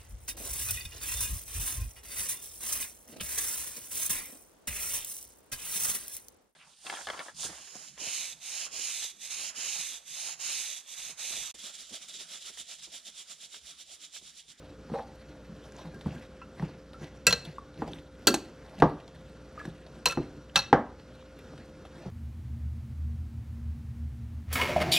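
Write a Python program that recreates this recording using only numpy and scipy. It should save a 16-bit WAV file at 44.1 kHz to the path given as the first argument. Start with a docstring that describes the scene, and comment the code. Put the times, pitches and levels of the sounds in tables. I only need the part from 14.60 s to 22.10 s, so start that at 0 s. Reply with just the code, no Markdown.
"""Wet vegetable slices slide and rustle over an appliance hum, tossed by steel tongs in a thick glass bowl.
The bowl knocks on a wooden table and the tongs clink on the glass; each blow rings modes under a crack.
Sliding slices make clumps of tiny pops and shake the table; slices parting or landing smack.
All of it is close, in a kitchen with a short reverb."""
import sys
import numpy as np
from scipy import signal
from scipy.fft import rfft, irfft, next_fast_len
from scipy.io import wavfile
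from scipy.ndimage import uniform_filter1d

SR = 44100
rng = np.random.default_rng(int(sys.argv[2]) if len(sys.argv) > 2 else 0)


def dump(signal):
    """Clip the signal to [-1, 1] and save it as 16-bit WAV at the path in sys.argv[1]."""
    limited = np.clip(np.atleast_2d(signal).T, -1, 1)
    pcm = np.round(limited * 32767).astype(np.int16)
    wavfile.write(sys.argv[1], SR, pcm)


N = 330792


def gain_of(db):
    """Decibels to an amplitude factor."""
    return 10 ** (np.asarray(db) / 20)


def unit_rms(x):
    """Scales to rms 1."""
    return x / np.sqrt(np.mean(x ** 2) + 1e-20)


def unit_peak(x):
    """Scales to peak 1."""
    return x / (abs(x).max() + 1e-12)


def curve_at(points, hz):
    """Interpolates on a log-frequency axis."""
    f, value = np.transpose(points)
    return np.interp(np.log(hz + 1), np.log(f + 1), value)


def add(mix, start_s, sound):
    """Mixes a sound in at start_s."""
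    part = mix[round(start_s * SR):][:len(sound)]
    part += sound[:len(part)]


def wander(top_hz):
    """Slow random curve, rms 1: 20 sines up to top_hz."""
    t = np.arange(0, N + 256, 256) / SR
    slow = sum(np.sin(2 * np.pi * (f * t + rng.random())) for f in top_hz * np.linspace(.05, 1, 20))
    return np.interp(np.arange(N) / SR, t, unit_rms(slow))


def colour(x, spectrum):
    """Filters x by a dB curve; rms 1."""
    size = next_fast_len(N)
    response = gain_of(curve_at(spectrum, np.fft.rfftfreq(size, 1 / SR)))
    return unit_rms(irfft(rfft(x, size) * response, size)[:N])


def swells(peak_s, swell_s, fade_s, db, rest_db):
    """Envelope of events above a resting level; swell_s and fade_s each span 20 dB."""
    t = np.arange(0, N + 64, 64)[:, None] / SR
    away = np.where(t < peak_s, (peak_s - t) / swell_s, (t - peak_s) / fade_s)
    power = (gain_of(db - 20 * away) ** 2).sum(1) + gain_of(rest_db) ** 2
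    return np.interp(np.arange(N) / SR, t[:, 0], np.sqrt(power))


def resonate(force, modes, fall_db=60):
    """Drives modes that each lose fall_db over their listed t60; rms 1."""
    t = np.arange(8000) / SR
    ring = sum(gain_of(db - fall_db * t / t60) * np.sin(2 * np.pi * hz * t) for hz, db, t60 in modes)
    return unit_rms(signal.oaconvolve(force, ring)[:N])


def pop(hz, cycles):
    """Dying cycles that glide up as a pocket of air closes; long squeaks glide less."""
    u = np.arange(0, 3 * abs(cycles), hz / SR)
    age = u / abs(cycles)
    envelope = np.minimum(u / 1.4, 1) * np.exp(-2.5 * age)
    glide = 1 + 0.083 * age / (1 + (cycles / 12) ** 2)
    return envelope * np.sin(2 * np.pi * u * glide)


# Motor tones. Each row: frequency in Hz, level in dB.
MOTOR_TONES = [(59.2, -55), (290.7, -62.5), (522.2, -57), (581.4, -70), (1367, -81), (1427, -73.5)]
# Air noise. Each row: frequency in Hz, relative density in dB.
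AIR_SPECTRUM = [(12, -40), (20, -8.5), (65, -2.5), (82, 2), (105, -4), (243, -2.5), (296, -11.5), (463, -5),
                (519, -10), (580, -14), (790, -20.5), (1200, -18.5), (1420, -15), (1940, -26),
                (5300, -30.5), (5720, -27), (6100, -32.5), (8000, -38), (13400, -49.5), (15100, -52.5),
                (16400, -71.5)]


def appliance_hum():
    """Slightly wavering motor tones over steady air noise."""
    t = np.arange(N) / SR
    trim_db, waver_db, drift_rad = 2, 1.3, .5
    air_db, sway_db = -53, 1.2
    tones = np.zeros(N)
    for hz, db in MOTOR_TONES:
        level = gain_of(db + trim_db + waver_db * wander(12))
        tones += level * np.sin(2 * np.pi * hz * t + drift_rad * wander(4.5))
    air = gain_of(air_db + sway_db * wander(3.7)) * colour(rng.standard_normal(N), AIR_SPECTRUM)
    return tones + air


def wet_patches(x, depth_db):
    """Wet patches come and go: spots some 700 Hz wide and 40 ms long swell and sink."""
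    spectrum = signal.stft(x, nperseg=256, noverlap=192)[2]
    patches = rng.standard_normal(spectrum.shape[::-1]).T
    for _ in range(2):
        patches = uniform_filter1d(uniform_filter1d(patches, size=4, axis=0), size=20, axis=1)
    spectrum *= gain_of(depth_db * unit_rms(patches))
    return unit_rms(signal.istft(spectrum, nperseg=256, noverlap=192)[1][:N])


# Rustle filter. Each row: frequency in Hz, relative gain in dB.
RUSTLE_SPECTRUM = [(350, -69.5), (600, 6.5), (1230, -8.5), (1350, -20.5), (1610, -4), (2830, -10.5),
                   (3940, -12.5), (14300, -32), (16000, -63.5)]


def wet_rustle():
    """Clumps of tiny wet pops over a soft sliding hiss; the glass answers faintly."""
    base_pops_per_s, clump_db = 2500, 8.1
    pop_chance = base_pops_per_s / SR * gain_of(clump_db * wander(40))
    size_db = 8.2 * np.minimum(rng.exponential(1, N), 3.2)
    impulses = gain_of(size_db) * (rng.random(N) < pop_chance)
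    pitch_index = rng.integers(0, 24, N)
    pops = sum(signal.oaconvolve(impulses * (pitch_index == k), pop(hz, cycles=2.5))[:N] * np.sqrt(hz)
               for k, hz in enumerate(np.geomspace(900, 14000, 24)))
    hiss = 1.6 * rng.standard_normal(N)
    rustle = colour(unit_rms(np.diff(pops, prepend=0)) + hiss, RUSTLE_SPECTRUM)
    rustle = wet_patches(rustle, depth_db=3)
    chime = resonate(np.diff(rustle, prepend=0), GLASS_MODES, fall_db=50)
    return rustle + gain_of(-15) * chime


# Slices sliding. Each row: peak time, swell and fade in seconds, rustle level in dB, rumble level in dB.
SLICE_SLIDES = [(.11, 0.2, 0.092, -61, -52), (.35, 0.086, 0.15, -49, -64), (.7, 1, 0.85, -61.5, -56.5),
                (1.06, 0.17, 0.076, -55.5, -69), (1.18, 0.1, 0.25, -53.5, -47),
                (1.47, 0.043, 0.29, -51, -49.5), (1.66, 0.57, 0.026, -60, -66),
                (2.0, 0.072, 0.27, -53.5, -48), (2.335, 0.018, 0.045, -63, -49.5),
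                (2.44, 0.067, 0.1, -49.5, -41.5), (2.57, 0.053, 0.026, -69, -54),
                (2.863, 0.22, .13, -50.5, -50), (3.2, 0.054, 0.3, -54.5, -41.5),
                (3.321, 0.21, 0.19, -54, -48), (3.621, 0.14, 0.47, -63, -62.5),
                (3.85, 0.13, 0.14, -57.5, -52.5), (4.019, 0.12, 0.033, -66, -64.5),
                (4.19, 0.28, 0.019, -54.5, -59), (4.299, 0.25, 0.24, -55.5, -49.5),
                (4.562, 0.091, 0.98, -63, -56.5), (5.0, 0.047, 0.3, -52.5, -53),
                (5.37, 0.32, 0.12, -65, -54.5), (5.648, 0.51, 0.35, -59.5, -45.5),
                (5.951, .02, 0.087, -54.5, -49), (6.199, 0.17, 0.076, -64, -39),
                (6.601, 0.32, 0.4, -62, -57.5), (6.941, .11, 0.068, -68, -48.5),
                (7.001, 0.034, 0.21, -57, -50), (7.2, 0.42, 0.049, -68, -53), (7.46, 0.32, 0.5, -55.5, -49)]


def sliding_slices():
    """Slices rustle as they slide and splash at each smack; soft pushes shake the table's low modes."""
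    peak_s, swell_s, fade_s, rustle_db, rumble_db = np.transpose(SLICE_SLIDES)
    smack_s, *_, splash_db = np.transpose(SLICE_SMACKS)
    lumpy_db, stutter_db = 3.2, 1.8
    rustle = wet_rustle()
    pushes = rng.standard_normal(N) * gain_of(lumpy_db * wander(25))
    rumble = resonate(pushes, TABLE_MODES[1:5])
    rumble *= swells(peak_s, swell_s, fade_s, rumble_db, rest_db=-61.5)
    slides = swells(peak_s, swell_s, fade_s, rustle_db, rest_db=-71)
    slides *= gain_of(stutter_db * wander(30))
    splashes = swells(smack_s, swell_s=0.0028, fade_s=0.019, db=splash_db, rest_db=-71)
    return rustle * np.hypot(slides, splashes) + rumble


def strikes(blows, modes, bands, voice, *, pivot_hz, rise_s, soften, punch, crack_t60_s,
            rattle_db, rattle_t60_s, rattle_loss, favour_db, favour_octaves, focus,
            snap_db, snap_s, snap_delay_s):
    """Each blow rings the modes, band by band, under a short crack; hardness and spot colour it."""
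    longest_press_s, crack_loss = 0.00081, 0.05
    spread_db, detune = 3, .0025  # slices and hand shift the modes from blow to blow
    out, t = np.zeros(N), np.arange(SR // 4) / SR
    hz, mode_db, t60 = np.transpose(modes)[:, :, None]
    band_db, spot_db = np.transpose(voice)
    octaves = np.log2(np.prod(bands, axis=1) / pivot_hz ** 2) / 2
    for start_s, blow_db, hardness, spot, ring_factor, crack_db, favoured_hz in blows:
        press_s = min(rise_s * gain_of(-soften * blow_db), longest_press_s)  # light blows press longer
        contact = (1 - np.exp(-t / press_s)) ** 2
        # The spot hit rings most near one pitch, light taps most purely.
        nearness = np.exp(-(np.log2(hz / favoured_hz) / favour_octaves) ** 2)
        lift_db = favour_db * nearness + focus * blow_db * (1 - nearness)
        level_draw, pitch_draw = rng.standard_normal((2, *hz.shape))
        ring_db = mode_db + lift_db + spread_db * level_draw - 60 * t / (t60 * abs(ring_factor))
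        rings = -contact * gain_of(ring_db) * np.sin(2 * np.pi * hz * (1 + detune * pitch_draw) * t)
        splinters, chatter = rng.standard_normal((2, len(t)))
        spike = punch * (abs(t - press_s) < .5 / SR)
        burst = splinters * gain_of(-60 * t / crack_t60_s) - spike
        rattle = (t == 0) + chatter * gain_of(rattle_db - 60 * t / rattle_t60_s)
        u = (t - snap_delay_s) / snap_s
        snap = u * np.exp(-u ** 2) / (1 + abs(u))  # the surfaces meet: one push and pull of air
        add(out, start_s, gain_of(blow_db + snap_db) * snap)
        levels_db = blow_db + band_db + hardness * octaves + spot * spot_db
        for level_db, (lo, hi) in zip(levels_db, bands):
            inside = (hz[:, 0] > lo) & (hz[:, 0] <= hi)
            band_lift_db = lift_db[inside].max(initial=focus * blow_db)
            band_rattle = rattle * gain_of(-t * hi * rattle_loss)
            ringing = signal.fftconvolve(rings[inside].sum(0), band_rattle)[:len(t)]
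            ringing *= 1 - np.exp(-t * lo / 0.47)  # builds over about half a cycle
            crack = signal.sosfilt(signal.butter(3, [lo, hi], "band", fs=SR, output="sos"), burst)
            crack *= contact * gain_of(-t * hi * crack_loss)  # high splinters die first
            band = unit_peak(unit_peak(ringing) + gain_of(crack_db) * unit_peak(crack))
            add(out, start_s, gain_of(level_db + band_lift_db) * band)
    return out


# Bowl on table. Each row: start in seconds, level in dB, hardness in dB per octave,
# spot loaded (-1 board, 1 bowl foot), ring time factor, crack in dB, favoured pitch in Hz.
BOWL_KNOCKS = [(.299, -41.5, -4, 0.7, 0.34, -5, 171), (.317, -44.5, -7, -1, 0.64, -12, 223),
               (.338, -35.5, 7, 1.3, 0.87, -5, 545), (.356, -43.5, 5, 0, 0.61, -20, 763),
               (.374, -53.5, 12, 1.5, 0.51, -25, 800), (.386, -40, 9, 1.85, 0.53, -27, 526),
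               (.394, -48, 6, 1.4, 0.58, -31, 830), (.43, -65, 3, 3, .95, -19, 816),
               (.49, -66, 9, 0.5, 0.98, -21, 850), (.891, -57, -6.5, -3, 0.55, 21, 171),
               (1.25, -46.5, -3.5, -0.5, 1, -22, 163), (1.337, -50.5, -9.5, 1, 0.81, 7, 202),
               (1.46, -34.5, -7.5, 0.58, 0.22, -10.5, 173.5), (1.489, -58, -2, -0.69, 0.35, 14, 178),
               (1.55, -52, -10, -.1, 0.96, -20, 203), (1.59, -57, -2, 0, 0.78, 2, 161),
               (1.996, -36.5, -1.5, -1.6, 0.38, 22, 168), (2.025, -31.5, -4.5, -1.7, 0.43, -5.5, 176),
               (2.09, -48, 1, -1.7, 0.44, -2, 166), (2.412, -45, -6.5, 0, 0.19, -9, 202),
               (2.668, -38.5, -10.5, -0.76, 0.95, 2, 570), (2.672, -36, 2, 1, 0.7, -9.5, 556.6),
               (2.726, -45.5, -11.5, 0.7, 0.93, -23, 534), (2.872, -57, -8.5, -3.5, 0.4, -26, 174),
               (3.2203, -25.5, -1.5, 0.7, 0.29, -5.5, 280), (3.275, -52.5, -12.5, 1.6, 0.75, -3, 706),
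               (3.299, -53.5, -3.5, -1, 0.3, -11, 293), (3.67, -20, -1.5, 0.86, 0.77, 6, 293),
               (3.741, -21.5, -1, -1.2, 0.31, -8.5, 320), (4.18, -56, -6, -3, 0.73, 2, 160),
               (4.2, -49.5, -8.5, 1.3, 0.98, -10.5, 161), (4.2221, -5, -0.2, -0.24, 0.56, -5.5, 268.5),
               (4.2265, -19.5, -3.5, 2.5, 0.54, -24, 158), (4.242, -30.5, -5.5, -1.5, 0.52, -3, 198),
               (4.993, -49.5, 12.5, 0, .6, -11, 180), (5.052, -41.5, -6, 0.5, .4, -4.5, 274),
               (5.077, -47, -9, -1, 0.25, -7, 174.6), (5.288, -62, -0.5, -0.7, 0.41, -19, 163),
               (5.459, -35.5, 3, 0.5, 0.4, -5, 1000), (5.464, -40, -7, -1.04, 1, -9, 490),
               (5.5733, -24, -4, -0.4, 0.41, -11.5, 276), (5.958, -37, -9.5, 0, 1, -2.5, 820),
               (6.1284, -3.5, 2.5, 0.15, 0.47, -4.5, 275), (6.134, -32, -9, 0.8, 0.93, -20, 202),
               (7.456, -44, -9, .5, 0.91, -1, 179)]
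# Each row: frequency in Hz, level in dB, base t60 in seconds.
TABLE_MODES = [(76, 0, .15), (161, 0, .16), (226, -4, .1), (296, 0, .11), (345, -6, .1), (488, 0, .12),
               (550, -4, .08), (610, -7, .08), (703, -8, .1), (797, 0, .08), (855, -7, .11), (980, -5, .07),
               (1136, -10, .06), (1308, -2, .06), (1577, 0, .05), (1981, -3, .04), (2116, 0, .03),
               (2266, -2, .03), (2611, -6, .025)]
# Each row: low edge in Hz, high edge in Hz.
TABLE_BANDS_HZ = [(50, 120), (120, 200), (200, 400), (400, 650), (650, 1200), (1200, 1800), (1800, 3000),
                  (3000, 6000), (6000, 15000)]
# Table and bowl response by band. Each row: level in dB, gain in dB per unit of spot.
TABLE_RESPONSE = [(-31, -0.5), (-14, -1.5), (-11, -1), (-2.5, 3.5), (2, 2), (-8.5, 0.5), (-14.5, -3.5),
                  (-24, -11.5), (-42, -9)]


def bowl_knocks():
    """The bowl knocks on the wooden table, rings its modes and chatters briefly."""
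    return strikes(BOWL_KNOCKS, TABLE_MODES, TABLE_BANDS_HZ, TABLE_RESPONSE, pivot_hz=850,
                   rise_s=0.00033, soften=0.072, punch=22, crack_t60_s=0.33,
                   rattle_db=-26.5, rattle_t60_s=0.15, rattle_loss=0.2,
                   favour_db=14, favour_octaves=0.22, focus=0.034,
                   snap_db=10, snap_s=.00033, snap_delay_s=.00062)


# Each row: start in seconds, level in dB, pitch in Hz, decay length in cycles, splash of rustle in dB.
SLICE_SMACKS = [(1.04, -51, 5760, 20, -58), (1.122, -33, 5760, 3.3, -54), (1.1657, -35.5, 6100, 6.9, -66),
                (1.184, -48, 2270, 7.2, -53), (1.254, -48, 11500, 4, -55), (1.345, -44, 13000, 5, -57),
                (1.411, -30.5, 3480, 4.4, -47.5), (1.508, -31, 2420, 2.7, -64), (1.582, -42, 2900, 5, -62),
                (1.622, -51, 8000, 4, -57), (1.997, -21, 1620, 2.6, -64), (2.3334, -30, 3500, 3, -51),
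                (2.43, -40, 2880, 3.9, -62), (2.4436, -32.5, 3670, 5.4, -57),
                (2.9828, -25.5, 1078, 10.4, -55), (3.1423, -43, 3410, 3.8, -71),
                (3.143, -48, 8200, 3.5, -60), (3.177, -36, 3700, 3.8, -70), (3.278, -43, 7460, 9, -43.5),
                (3.3339, -25.5, 3350, 7.9, -48.5), (3.386, -31, 2510, 2.5, -55),
                (4.0634, -42, 3930, 4.8, -70), (4.183, -40, 2700, 6.6, -59), (4.201, -43, 2980, 3, -37.5),
                (4.4018, -42, 3800, 3.5, -50), (4.444, -47, 3000, 5, -62), (4.479, -28, 3860, 2.4, -51),
                (4.9769, -35, 1220, 34, -67), (4.999, -36, 1687, 62, -62), (5.014, -33, 1210, 9.4, -68),
                (5.0524, -25, 1596, 3.2, -45), (5.265, -49, 4360, 31, -58), (5.3547, -60, 4060, 7.1, -63),
                (5.39, -46, 8500, 6.9, -62), (5.897, -37.5, 2810, 6.3, -62.5),
                (6.3988, -36, 2700, 3.1, -55), (6.625, -42.5, 1090, 5.6, -62),
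                (6.79, -46.5, 11400, 26, -53.5), (6.935, -40, 1010, 3.4, -59),
                (6.979, -42, 2840, 6.2, -50.5), (7.2524, -28, 1080, 2.1, -47.5)]


def slice_smacks():
    """Slices part or land with single wet pops."""
    out = np.zeros(N)
    for start_s, db, hz, cycles, _ in SLICE_SMACKS:
        add(out, start_s, gain_of(db) * pop(hz, cycles))
    return out


# Tongs on glass. Each row: start in seconds, level in dB, hardness in dB per octave,
# spot struck (-1 deep, 1 high), ring time factor, crack in dB, favoured pitch in Hz.
TONG_CLINKS = [(1.155, -66, -7, 0.85, 0.68, -22, 1610), (1.3374, -63, -5, -0.22, 1.7, -12, 1610),
               (1.5633, -64, -11, -0.56, 0.58, -10, 1610), (1.814, -57, -7.5, -0.3, 0.64, -30, 1340),
               (1.8165, -58, -9.5, 0.45, 0.48, -19, 2640), (1.19, -60, -14, 0.13, 0.58, -12, 5800),
               (2.571, -64, 1.5, 0.025, 0.3, -15, 5750), (2.342, -64, -10.5, -0.45, 0.71, -19, 1350),
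               (2.6675, -11.5, 3, -0.35, 0.54, -24, 2340), (2.6795, -46, 12, -0.46, 0.41, -5, 2650),
               (2.6935, -29, 4, 0, 0.67, -1, 2000), (2.7055, -27, 0.5, 0.35, 0.62, -15, 3250),
               (2.7254, -20, -1, -0.23, 0.27, 0, 4050), (2.85, -44.5, 2, -0.53, 0.57, 5, 3520),
               (3.6705, -14.5, 4, -0.4, 0.41, -4, 3320), (3.673, -20.5, 9, -0.62, 0.14, -17.5, 4550),
               (3.677, -31, -9, -0.55, 0.84, -23, 1490), (3.681, -33, 0.5, 0.091, 0.6, -15, 2760),
               (3.685, -29.5, 9.5, 0.043, 0.27, -14, 4570), (3.704, -40, 5, -0.41, 0.28, -2, 4460),
               (3.741, -22, 1.5, 0.09, 0.22, -5, 970), (3.743, -34.5, 4, -0.32, 0.31, -11.5, 6400),
               (5.4564, -19, 4, -0.2, 0.44, -4, 2780), (5.459, -28.5, 0, 0.5, 0.36, -10, 4130),
               (5.4715, -28.5, -5.5, -0.38, 0.31, -13, 4000), (5.484, -38.5, 7.5, -0.076, 0.51, -3.5, 5800),
               (5.4964, -39, -6.5, -0.83, 0.81, -16, 2580), (5.509, -36, 2, 0.63, 0.24, -7.5, 3400),
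               (5.5204, -33.5, -0.5, -0.23, 0.36, 1, 1430), (5.9574, -17, -1.5, -0.92, 0.24, -1, 3880),
               (5.9605, -24, -2.5, -0.13, 0.84, -18, 2560), (5.961, -33, 2.5, 0.45, 0.6, -14.5, 5650),
               (5.974, -25, -1.5, 0.37, 0.45, -4, 5570), (5.9893, -27, -1.5, 0.035, 0.27, -6, 4150),
               (6.018, -49.5, -7.5, -0.3, 0.3, -8.5, 2900), (6.038, -51, -4.5, -0.35, 0.5, -4, 2000),
               (6.069, -63, -8, -0.2, 0.29, -2, 3970), (6.39, -60.5, -8, 0, 0.7, -16.5, 4620)]
# Each row: frequency in Hz, level in dB, base t60 in seconds.
GLASS_MODES = [(555, 0, .2), (834, -10, .1), (1012, -8, .1), (1357, 0, .12), (1610, 0, .08),
               (1981, -4, .07), (2562, -8, .07), (2648, 0, .11), (2760, -7, .1), (3060, -6, .07),
               (3300, 0, .04), (3420, -3, .05), (3580, -2, .06), (3860, 0, .06), (4151, 0, .075),
               (4230, -9, .07), (4500, -2, .08), (4660, -10, .07), (5168, -14, .05), (5745, 0, .075),
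               (6142, -9, .06), (6580, -4, .06), (6918, -8, .05), (7456, -3, .04), (8050, -5, .05),
               (8600, -5, .025), (8900, -4, .022), (9380, 0, .025), (9700, -3, .02), (10150, -4, .02),
               (10700, -5, .02), (11250, -2, .02), (12200, -4, .02), (13360, -2, .018), (14120, 0, .015),
               (15000, -4, .015)]
# Each row: low edge in Hz, high edge in Hz.
GLASS_BANDS_HZ = [(450, 700), (700, 1200), (1200, 1500), (1500, 2200), (2200, 3000), (3000, 3900),
                  (3900, 4320), (4320, 5300), (5300, 6300), (6300, 8500), (8500, 11700), (11700, 16000)]
# Glass response by band. Each row: level in dB, gain in dB per unit of spot.
GLASS_RESPONSE = [(-15.5, -1), (-4, 17), (-4, -3.5), (0.5, -1), (0, -1.5), (-3, -5.5), (2.8, 6), (-3, -6.5),
                  (-1, 7.5), (-0.5, -3.5), (-1.5, 6), (-6, 2.5)]


def tong_clinks():
    """Steel strikes thick glass; the short, hard contact rings its high modes."""
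    return strikes(TONG_CLINKS, GLASS_MODES, GLASS_BANDS_HZ, GLASS_RESPONSE, pivot_hz=3500,
                   rise_s=0.00008, soften=0.8, punch=2.3, crack_t60_s=0.039,
                   rattle_db=-24.5, rattle_t60_s=0.07, rattle_loss=0.0089,
                   favour_db=6.5, favour_octaves=0.17, focus=0.15,
                   snap_db=3, snap_s=.00006, snap_delay_s=0.0011)


# Room decay. Each row: frequency in Hz, t60 in seconds.
KITCHEN_T60 = [(100, 0.54), (500, 0.38), (2000, 0.41), (6000, 0.32), (15000, 0.23)]


def kitchen_reverb(x):
    """Sparse reflections of random sign, one per 20 samples, each band dying at its own rate."""
    taps, starts = np.zeros(SR // 2), np.arange(200, SR // 2 - 20, 20)
    taps[starts + rng.integers(0, 20, len(starts))] = rng.choice([-1., 1.], len(starts))
    hz, t, spectrum = signal.stft(taps, SR, nperseg=256)
    decay = gain_of(-60 * t / curve_at(KITCHEN_T60, hz)[:, None])
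    tail = signal.istft(spectrum * decay, SR, nperseg=256)[1]
    return signal.oaconvolve(x, tail / np.linalg.norm(tail))[:N]


def scene():
    """Tongs, bowl, slices and hum in the kitchen; both channels alike."""
    clinks = tong_clinks()
    knocks = bowl_knocks()
    slices = slice_smacks() + sliding_slices()
    room = kitchen_reverb(gain_of(-16.5) * clinks + gain_of(-16) * knocks + gain_of(-14.5) * slices)
    mix = clinks + knocks + slices + room + appliance_hum()
    return np.array([mix, mix])


def record(dry):
    """Bass cut, gain control that ducks after loud knocks, slight stereo skew, clipping, treble cut."""
    low_cut_hz, centred_below_hz, high_cut_hz = 45, 250, 16480
    threshold_db, duck_db_per_db, detector_fall_db_per_s = -29, 0.12, 43
    heard = signal.sosfilt(signal.butter(2, low_cut_hz, "high", fs=SR, output="sos"), dry)
    power_db = 10 * np.log10(abs(uniform_filter1d(heard[0] ** 2, 400)) + 1e-12)
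    fall_db = np.arange(N) * detector_fall_db_per_s / SR
    held_db = np.maximum.accumulate(power_db + fall_db) - fall_db
    over_db = np.maximum(held_db - threshold_db, 0)
    left, right = heard / gain_of(duck_db_per_db * uniform_filter1d(over_db, 200))
    left = np.roll(left, 1)  # one sample late
    mid, side = (left + right) / 2, (left - right) / 2
    side = signal.sosfiltfilt(signal.butter(1, centred_below_hz, "high", fs=SR, output="sos"), side)
    clipped = np.clip([mid + side, mid - side], -1, 1)
    lowpass = signal.firwin(1535, high_cut_hz, window=("kaiser", 9), fs=SR)
    return signal.oaconvolve(clipped, lowpass[None], "same")


dry = scene()
out = record(dry)
dump(out)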